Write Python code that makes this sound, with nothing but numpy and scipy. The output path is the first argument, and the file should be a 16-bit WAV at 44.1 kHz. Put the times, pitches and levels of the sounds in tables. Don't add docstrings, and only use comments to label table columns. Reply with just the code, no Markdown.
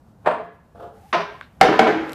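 import sys
import numpy as np
from scipy import signal
from scipy.fft import rfft, irfft, next_fast_len
from scipy.io import wavfile
from scipy.ndimage import map_coordinates

SR = 44100
rng = np.random.default_rng(int(sys.argv[2]) if len(sys.argv) > 2 else 0)


def boost(x):
    u = np.asarray(x, float) / 20
    return 10 ** u


def wrap_up_sound(samples):
    columns = np.atleast_2d(samples).T
    tamed = np.clip(columns, -1, 1)
    steps = np.round(tamed * 32767).astype(np.int16)
    wavfile.write(sys.argv[1], SR, steps)


N = 94374
T = np.arange(SR) / SR


def unit(x):
    return x / np.sqrt(np.mean(x ** 2) + 1e-20)


def along(points, hz):
    f, v = np.transpose(points)
    return np.interp(np.log(hz + 1), np.log(f + 1), v)


def wobble(rate, size=N):
    knots = rng.standard_normal(int(size * rate / SR) + 4)
    return map_coordinates(knots, [np.arange(size) * rate / SR])


def filtered(x, response):
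    m = next_fast_len(N + SR // 2)
    spectrum = rfft(x, m) * response(np.fft.rfftfreq(m, 1 / SR))
    return irfft(spectrum, m)[..., :N]


def noise(spectrum):
    white = rng.standard_normal(N)
    return unit(filtered(white, lambda hz: boost(along(spectrum, hz))))


def place(out, start, sound):
    out[round(start * SR):][:SR] += sound


def drift():
    return np.repeat(wobble(16 * 25, SR // 16 + 1), 16)[:SR]


def ring(modes, waver=0, flutter_db=0):
    rows = []
    for k, (hz, db, t60) in enumerate(modes):
        decay = boost(db - 60 * T / t60 + flutter_db * drift())
        tone = np.sin(2 * np.pi * hz * T + waver * drift())
        rows.append((-1) ** k * decay * tone)
    return np.array(rows)


# frequency in Hz, t60 in seconds.
HALL_T60 = [(100, 0.65), (500, 0.43), (2000, 0.55), (6000, 0.46), (14000, 0.18)]


def hall(x):
    hz, t, z = signal.stft(rng.standard_normal(SR), SR, nperseg=256)
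    fading = z * boost(-60 * t / along(HALL_T60, hz)[:, None])
    tail = signal.istft(fading, SR, nperseg=256)[1]
    delayed = np.pad(x, (round(.012 * SR), 0))
    return signal.fftconvolve(delayed, tail / np.linalg.norm(tail))[:N]


def radiated(x):
    return filtered(x, lambda hz: (1j * hz / (100 + 1j * hz)) ** 3)


def part(contacts, modes, clatter, ring_db, hall_db):
    rung, chatter = np.zeros(N + SR), np.zeros(N + SR)
    body = ring(modes, waver=.8, flutter_db=2)
    mode_hz = np.array(modes)[:, 0]
    favour_db, favour_octaves, scatter_db = 8.5, 0.3, 3.5
    for start, db, rise, t60, best_hz in contacts:
        swell = boost(db) * (1 - np.exp(-T / rise)) ** 2
        near = np.exp(-(np.log2(mode_hz / best_hz) / favour_octaves) ** 2)
        scatter = scatter_db * rng.standard_normal(len(mode_hz))
        place(rung, start, swell * (boost(favour_db * (near - 0.5) + scatter) @ body))
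        place(chatter, start, swell * boost(-60 * T / t60))
    grain = boost(5.5 + 0.38 * wobble(150) + 0.55 * wobble(30.3))
    dry = radiated(boost(ring_db) * rung[:N] + chatter[:N] * grain * noise(clatter))
    return dry + boost(hall_db) * hall(dry)


# frequency in Hz, level in dB per Hz.
AIR_COLOUR = [(20, -25), (70, -0.5), (220, -5.5), (330, -16), (800, -17.5), (1500, -27.5), (2200, -38.5),
              (15500, -47.5)]


def air():
    return boost(-52 + 2.5 * wobble(24)) * noise(AIR_COLOUR)


# start in seconds, level in dB, rise in seconds, chatter t60 in seconds,
# best excited pitch in Hz.
HANDLE_CONTACTS = [
    (.243, -43.5, 0.0042, 0.35, 2000),
    (.2585, -19, 0.0017, 0.08, 880),
    (.266, -18.5, 0.0033, 0.13, 620),
    (.305, -26, 0.0036, 0.15, 1126),
    (.33, -26, 0.013, 0.1, 220),
    (.38, -35, 0.0087, 0.097, 445),
]
# frequency in Hz, level in dB, t60 in seconds.
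HANDLE_RINGING = [(178.6, -3, 0.47), (236, -8, 0.35), (310, -5.5, 0.33), (445, 3.5, 0.27),
                  (620, -19, 0.028), (690, -13, 0.24), (850, -2, 0.059), (1020, -19, 0.73),
                  (1124, -8, 0.19), (1690, -15, 0.74), (1830, -27, .15), (2270, -21, 0.26),
                  (3260, -21, 0.15), (4540, -42, 0.2)]
# frequency in Hz, level in dB per Hz.
HANDLE_COLOUR = [(150, -23), (500, -0.5), (1000, -2), (2500, -20), (4700, -37.5), (5700, -50),
                 (8500, -44.5), (11000, -63)]


def handles():
    return part(HANDLE_CONTACTS, HANDLE_RINGING, HANDLE_COLOUR, ring_db=-8, hall_db=-8.5)


# start in seconds, pitch in Hz, level in dB, t60 in seconds.
LOOSE_KNOCKS = [(.258, 445, -15.5, 0.17), (.259, 1200, -21, 0.085), (.259, 1830, -22, 0.13),
                (.268, 615.3, -4, 0.099), (.27, 915, -13.5, .12), (.272, 737, -16, 0.1),
                (.295, 690, -20, 0.12), (.298, 1128, -19.5, .12), (.3, 930, -29, 0.056),
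                (.385, 441.6, -28, 0.15), (.395, 640, -22, .1), (.395, 1020, -36, 0.18),
                (.42, 690, -36.5, 0.35), (.475, 428, -39.5, 0.24), (.52, 432, -39, 0.11),
                (1.127, 1047, -17, 0.12), (1.13, 2065, -26, .12), (1.138, 348.3, -20.5, .17),
                (1.14, 1260, -18, 0.13), (1.145, 699, -10.5, 0.14), (1.155, 1020, -15, 0.16),
                (1.16, 169, -25.5, 0.22), (1.168, 1280, -22, .08), (1.192, 415, -20.5, 0.14),
                (1.195, 659, -16.5, 0.088), (1.215, 1013, -24, 0.23), (1.25, 1580, -34, .25),
                (1.272, 419.7, -38, 0.32), (1.312, 672, -31, 0.11), (1.342, 1038, -28.5, 0.078),
                (1.385, 1050, -41, .08), (1.632, 480.4, -8, 0.18), (1.634, 437, -11, 0.076),
                (1.64, 764, -16, 0.16), (1.68, 314.6, -13, 0.12), (1.682, 416, -10, 0.14),
                (1.71, 782, -15, 0.11), (1.708, 384, -11.5, 0.1), (1.73, 404, -13.5, 0.12),
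                (1.738, 1007, -17.5, 0.16), (1.8, 236.4, -15.5, 0.5), (1.806, 462, -8, 0.081),
                (1.81, 771, -14, 0.11), (1.835, 796, -16, 0.11), (1.858, 627, -10.5, 0.1),
                (1.86, 986, -9, 0.1), (1.88, 426, -9, 0.11), (1.882, 799, -12, 0.11),
                (1.905, 320.7, -21.5, 0.44), (1.935, 427.3, -23.5, 0.38)]
# start in seconds, pitch in Hz, level in dB, t60 in
# seconds.
MORE_KNOCKS = [
    (.75, 750, -53, .1),
    (.796, 450, -42, 0.089),
    (.798, 695, -43, .08),
    (.822, 560, -40, .08),
    (.84, 1210, -47, .1),
    (.283, 620, -15, .08),
    (1.17, 565, -30, .08),
    (1.7, 237.4, -23, .3),
    (1.85, 239.4, -23, 0.26),
]


def knocks():
    out = np.zeros(N + SR)
    rows = LOOSE_KNOCKS + MORE_KNOCKS
    notes = ring([row[1:] for row in rows], waver=.4, flutter_db=1)
    swell = (1 - np.exp(-T / 0.0041)) ** 2
    for row, note in zip(rows, notes):
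        place(out, row[0], note * swell)
    return out[:N] + boost(-18) * hall(out[:N])


# start in seconds, level in dB, rise in seconds, chatter t60 in seconds,
# best excited pitch in Hz.
SHIFT_CONTACTS = [
    (.745, -50, 0.0045, 0.51, 740),
    (.793, -37.5, 0.0056, 0.11, 695),
    (.82, -38, 0.0065, 0.14, 507),
    (.9, -60, 0.02, 0.062, 600),
]
# frequency in Hz, level in dB, t60 in seconds.
SHIFT_RINGING = [(450, 5.5, 0.12), (568, 1, 0.054), (695, 4.5, 0.096), (814, -15, 0.048), (1280, -8, 0.073),
                 (1436, -4, 0.073)]
# frequency in Hz, level in dB per Hz.
SHIFT_COLOUR = [(200, -19.5), (450, 1), (750, -4.5), (1000, -14), (1250, -7.5), (2000, -30.5), (3500, -32),
                (6500, -45.5)]


def shift():
    return part(SHIFT_CONTACTS, SHIFT_RINGING, SHIFT_COLOUR, ring_db=1.3, hall_db=-4.5)


# time in seconds, level in dB.
ROLL_LEVEL = [(.88, -84), (.95, -67), (1.05, -64.5), (1.11, -60.5), (1.2, -69.5), (1.95, -78),
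              (2.14, -52.5)]
# frequency in Hz, level in dB per Hz.
ROLL_COLOUR = [(900, -120), (1500, 4), (4000, -5), (12000, -8), (15500, -10)]
# time in seconds, pitch in Hz, level in dB.
SQUEAL_PATH = [
    (.88, 800, -63),
    (1.0, 810, -57),
    (1.06, 830, -53),
    (1.095, 845, -52),
    (1.112, 850, -75),
]


def rolling():
    t = np.arange(N) / SR
    s, hz, db = np.transpose(SQUEAL_PATH)
    pitch = np.interp(t, s, hz) * (1 + .04 * wobble(90))
    note = np.sin(2 * np.pi * np.cumsum(pitch) / SR)
    note_db = np.interp(t, s, db, left=-120, right=-120) + 4 * wobble(60)
    hiss_db = np.interp(t, *np.transpose(ROLL_LEVEL)) + 1.1 * wobble(18)
    return boost(hiss_db) * noise(ROLL_COLOUR) + boost(note_db) * note


# start in seconds, level in dB, rise in seconds, chatter t60 in seconds,
# best excited pitch in Hz.
SLED_CONTACTS = [
    (1.1265, -19, 0.0015, 0.11, 2500),
    (1.138, -19.5, 0.0062, 0.12, 1017),
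    (1.152, -24, 0.015, 0.062, 690),
    (1.17, -26, 0.0083, 0.1, 820),
    (1.2, -29.5, 0.0035, 0.13, 1017),
    (1.31, -47.5, 0.017, 0.25, 680),
]
# frequency in Hz, level in dB, t60 in seconds.
SLED_RINGING = [(165, -2, 0.21), (341, 6, 0.16), (434, -1, 0.33), (691, -2, 0.28), (820, -18, 0.11),
                (1017, -2, 0.37), (1174, 4, 0.28), (1580, -20, .35), (2070, -22, 0.18), (2000, -16, .22)]
# frequency in Hz, level in dB per Hz.
SLED_COLOUR = [(100, -26), (300, -8), (750, -1), (1300, -5), (2500, -10), (6000, -27.5), (7000, -43.5),
               (15500, -54.5)]


def sled():
    return part(SLED_CONTACTS, SLED_RINGING, SLED_COLOUR, ring_db=-13.5, hall_db=-8)


# start in seconds, level in dB, pitch in Hz, t60 in seconds.
SMALL_TICKS = [
    (1.4118, -21.5, 1540, .011),
    (1.4112, -32, 3300, .005),
    (1.4112, -49, 7000, .004),
    (2.095, -30, 4000, .0027),
    (2.095, -38, 7000, .0025),
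    (2.121, -34.5, 7700, .0035),
    (2.121, -42, 11500, .003),
    (2.1328, -21.5, 3800, .0015),
    (2.133, -30, 11500, .003),
]


def ticks():
    out = np.zeros(N + SR)
    for start, db, hz, t60 in SMALL_TICKS:
        partials = [(hz, db, t60), (1.43 * hz, db - 8, t60), (0.764 * hz, db - 1.5, t60)]
        place(out, start, ring(partials).sum(0))
    dry = filtered(out[:N], lambda hz: (1j * hz / (700 + 1j * hz)) ** 2)
    return dry + boost(-31) * hall(dry)


# start in seconds, level in dB, rise in seconds, chatter t60 in seconds,
# best excited pitch in Hz.
PIN_CONTACTS = [
    (1.417, -48, 0.0038, 0.15, 1600),
]
# frequency in Hz, level in dB, t60 in seconds.
PIN_RINGING = [(1600, 6, 0.14), (3700, -8, .1)]
# frequency in Hz, level in dB per Hz.
PIN_COLOUR = [(600, -30), (1500, 8), (2600, -5), (3900, -1), (5500, -23), (9000, -36)]


def pin():
    return part(PIN_CONTACTS, PIN_RINGING, PIN_COLOUR, ring_db=-4, hall_db=-21)


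# start in seconds, level in dB, rise in seconds, chatter t60 in seconds,
# best excited pitch in Hz.
FRAME_CONTACTS = [
    (1.604, -34.5, 0.0012, 0.027, 800),
    (1.612, -13, 0.0011, 0.094, 810),
    (1.632, -20.5, 0.0027, 0.074, 477),
    (1.68, -16, 0.0041, 0.11, 373),
    (1.722, -24, 0.0037, 0.32, 1014),
    (1.791, -16.5, 0.001, 0.094, 450),
    (1.812, -26.5, 0.0072, 0.19, 450),
    (1.865, -15.5, 0.0047, 0.14, 664),
    (1.943, -33.5, 0.015, 0.76, 319),
]
# frequency in Hz, level in dB, t60 in seconds.
FRAME_RINGING = [(143.7, -9, 0.32), (235, -5, 0.13), (319, 6.5, 0.39), (425, -1, 0.3), (454.5, 4, 0.21),
                 (664, -29, 0.13), (697, -1, 0.17), (810, -38, 0.18), (1014, -21, .15), (1176, -13, 0.2),
                 (1405, -37, 0.12), (1630, -22, 0.27), (2220, -31, .18), (2110, -16.5, 0.12)]
# frequency in Hz, level in dB per Hz.
FRAME_COLOUR = [(60, -12), (200, -3), (450, 0.5), (800, -2.5), (1600, -6), (3000, -18.5), (7000, -39),
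                (9000, -52), (15000, -50)]


def frame():
    return part(FRAME_CONTACTS, FRAME_RINGING, FRAME_COLOUR, ring_db=-8.5, hall_db=-2.36)


# start in seconds, peak level in dB.
STOP_SLAMS = [
    (1.612, 5),
    (1.7915, 0.5),
]
# frequency in Hz, level in dB, t60 in seconds.
STOP_RINGING = [(620, -3, 0.021), (771, 1, 0.035), (1366, -8, 0.027), (1622, -11, 0.023), (2184, -8, 0.023),
                (3740, -26, 0.044)]
# frequency in Hz, level in dB per Hz.
CRACK_COLOUR = [(300, -6), (1500, 4), (5000, -12), (8000, -23.5), (15500, -45)]


def slams():
    out = np.zeros(N + SR)
    for start, db in STOP_SLAMS:
        crack = boost(-14 - 60 * T / 0.047) * noise(CRACK_COLOUR)[:SR]
        thud = boost(-51 - 60 * T / 0.046) * np.sin(2 * np.pi * 46.5 * T)
        push = thud * T / 0.0092
        onset = 1 - np.exp(-T / 0.0026)
        place(out, start, boost(db + 3) * ((ring(STOP_RINGING).sum(0) + push) * onset + crack))
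    return out[:N] + boost(-7) * hall(out[:N])


def scene():
    mid = air() + handles() + knocks() + shift() + rolling() + sled() + ticks() + pin() + frame() + slams()
    side_colour = [(60, -28), (160, -16), (300, -9), (700, -14), (1500, -5), (3000, 0), (6000, 5), (13000, 15)]
    wandering = mid * unit(wobble(400))
    side = boost(-27) * filtered(wandering, lambda hz: boost(along(side_colour, hz)))
    return np.array([mid + side, mid - side])


def roll_off(x):
    return signal.sosfilt(signal.butter(12, 15600, fs=SR, output="sos"), x)


def record(dry):
    hardness = 14
    clipped = dry / (1 + np.abs(dry) ** hardness) ** (1 / hardness)
    top_end = [(14800, 0), (15600, -20), (16500, -60)]  # (Hz, dB)
    mix = filtered(clipped, lambda hz: boost(along(top_end, hz)))
    return roll_off(mix)


dry = scene()
out = record(dry)
wrap_up_sound(out)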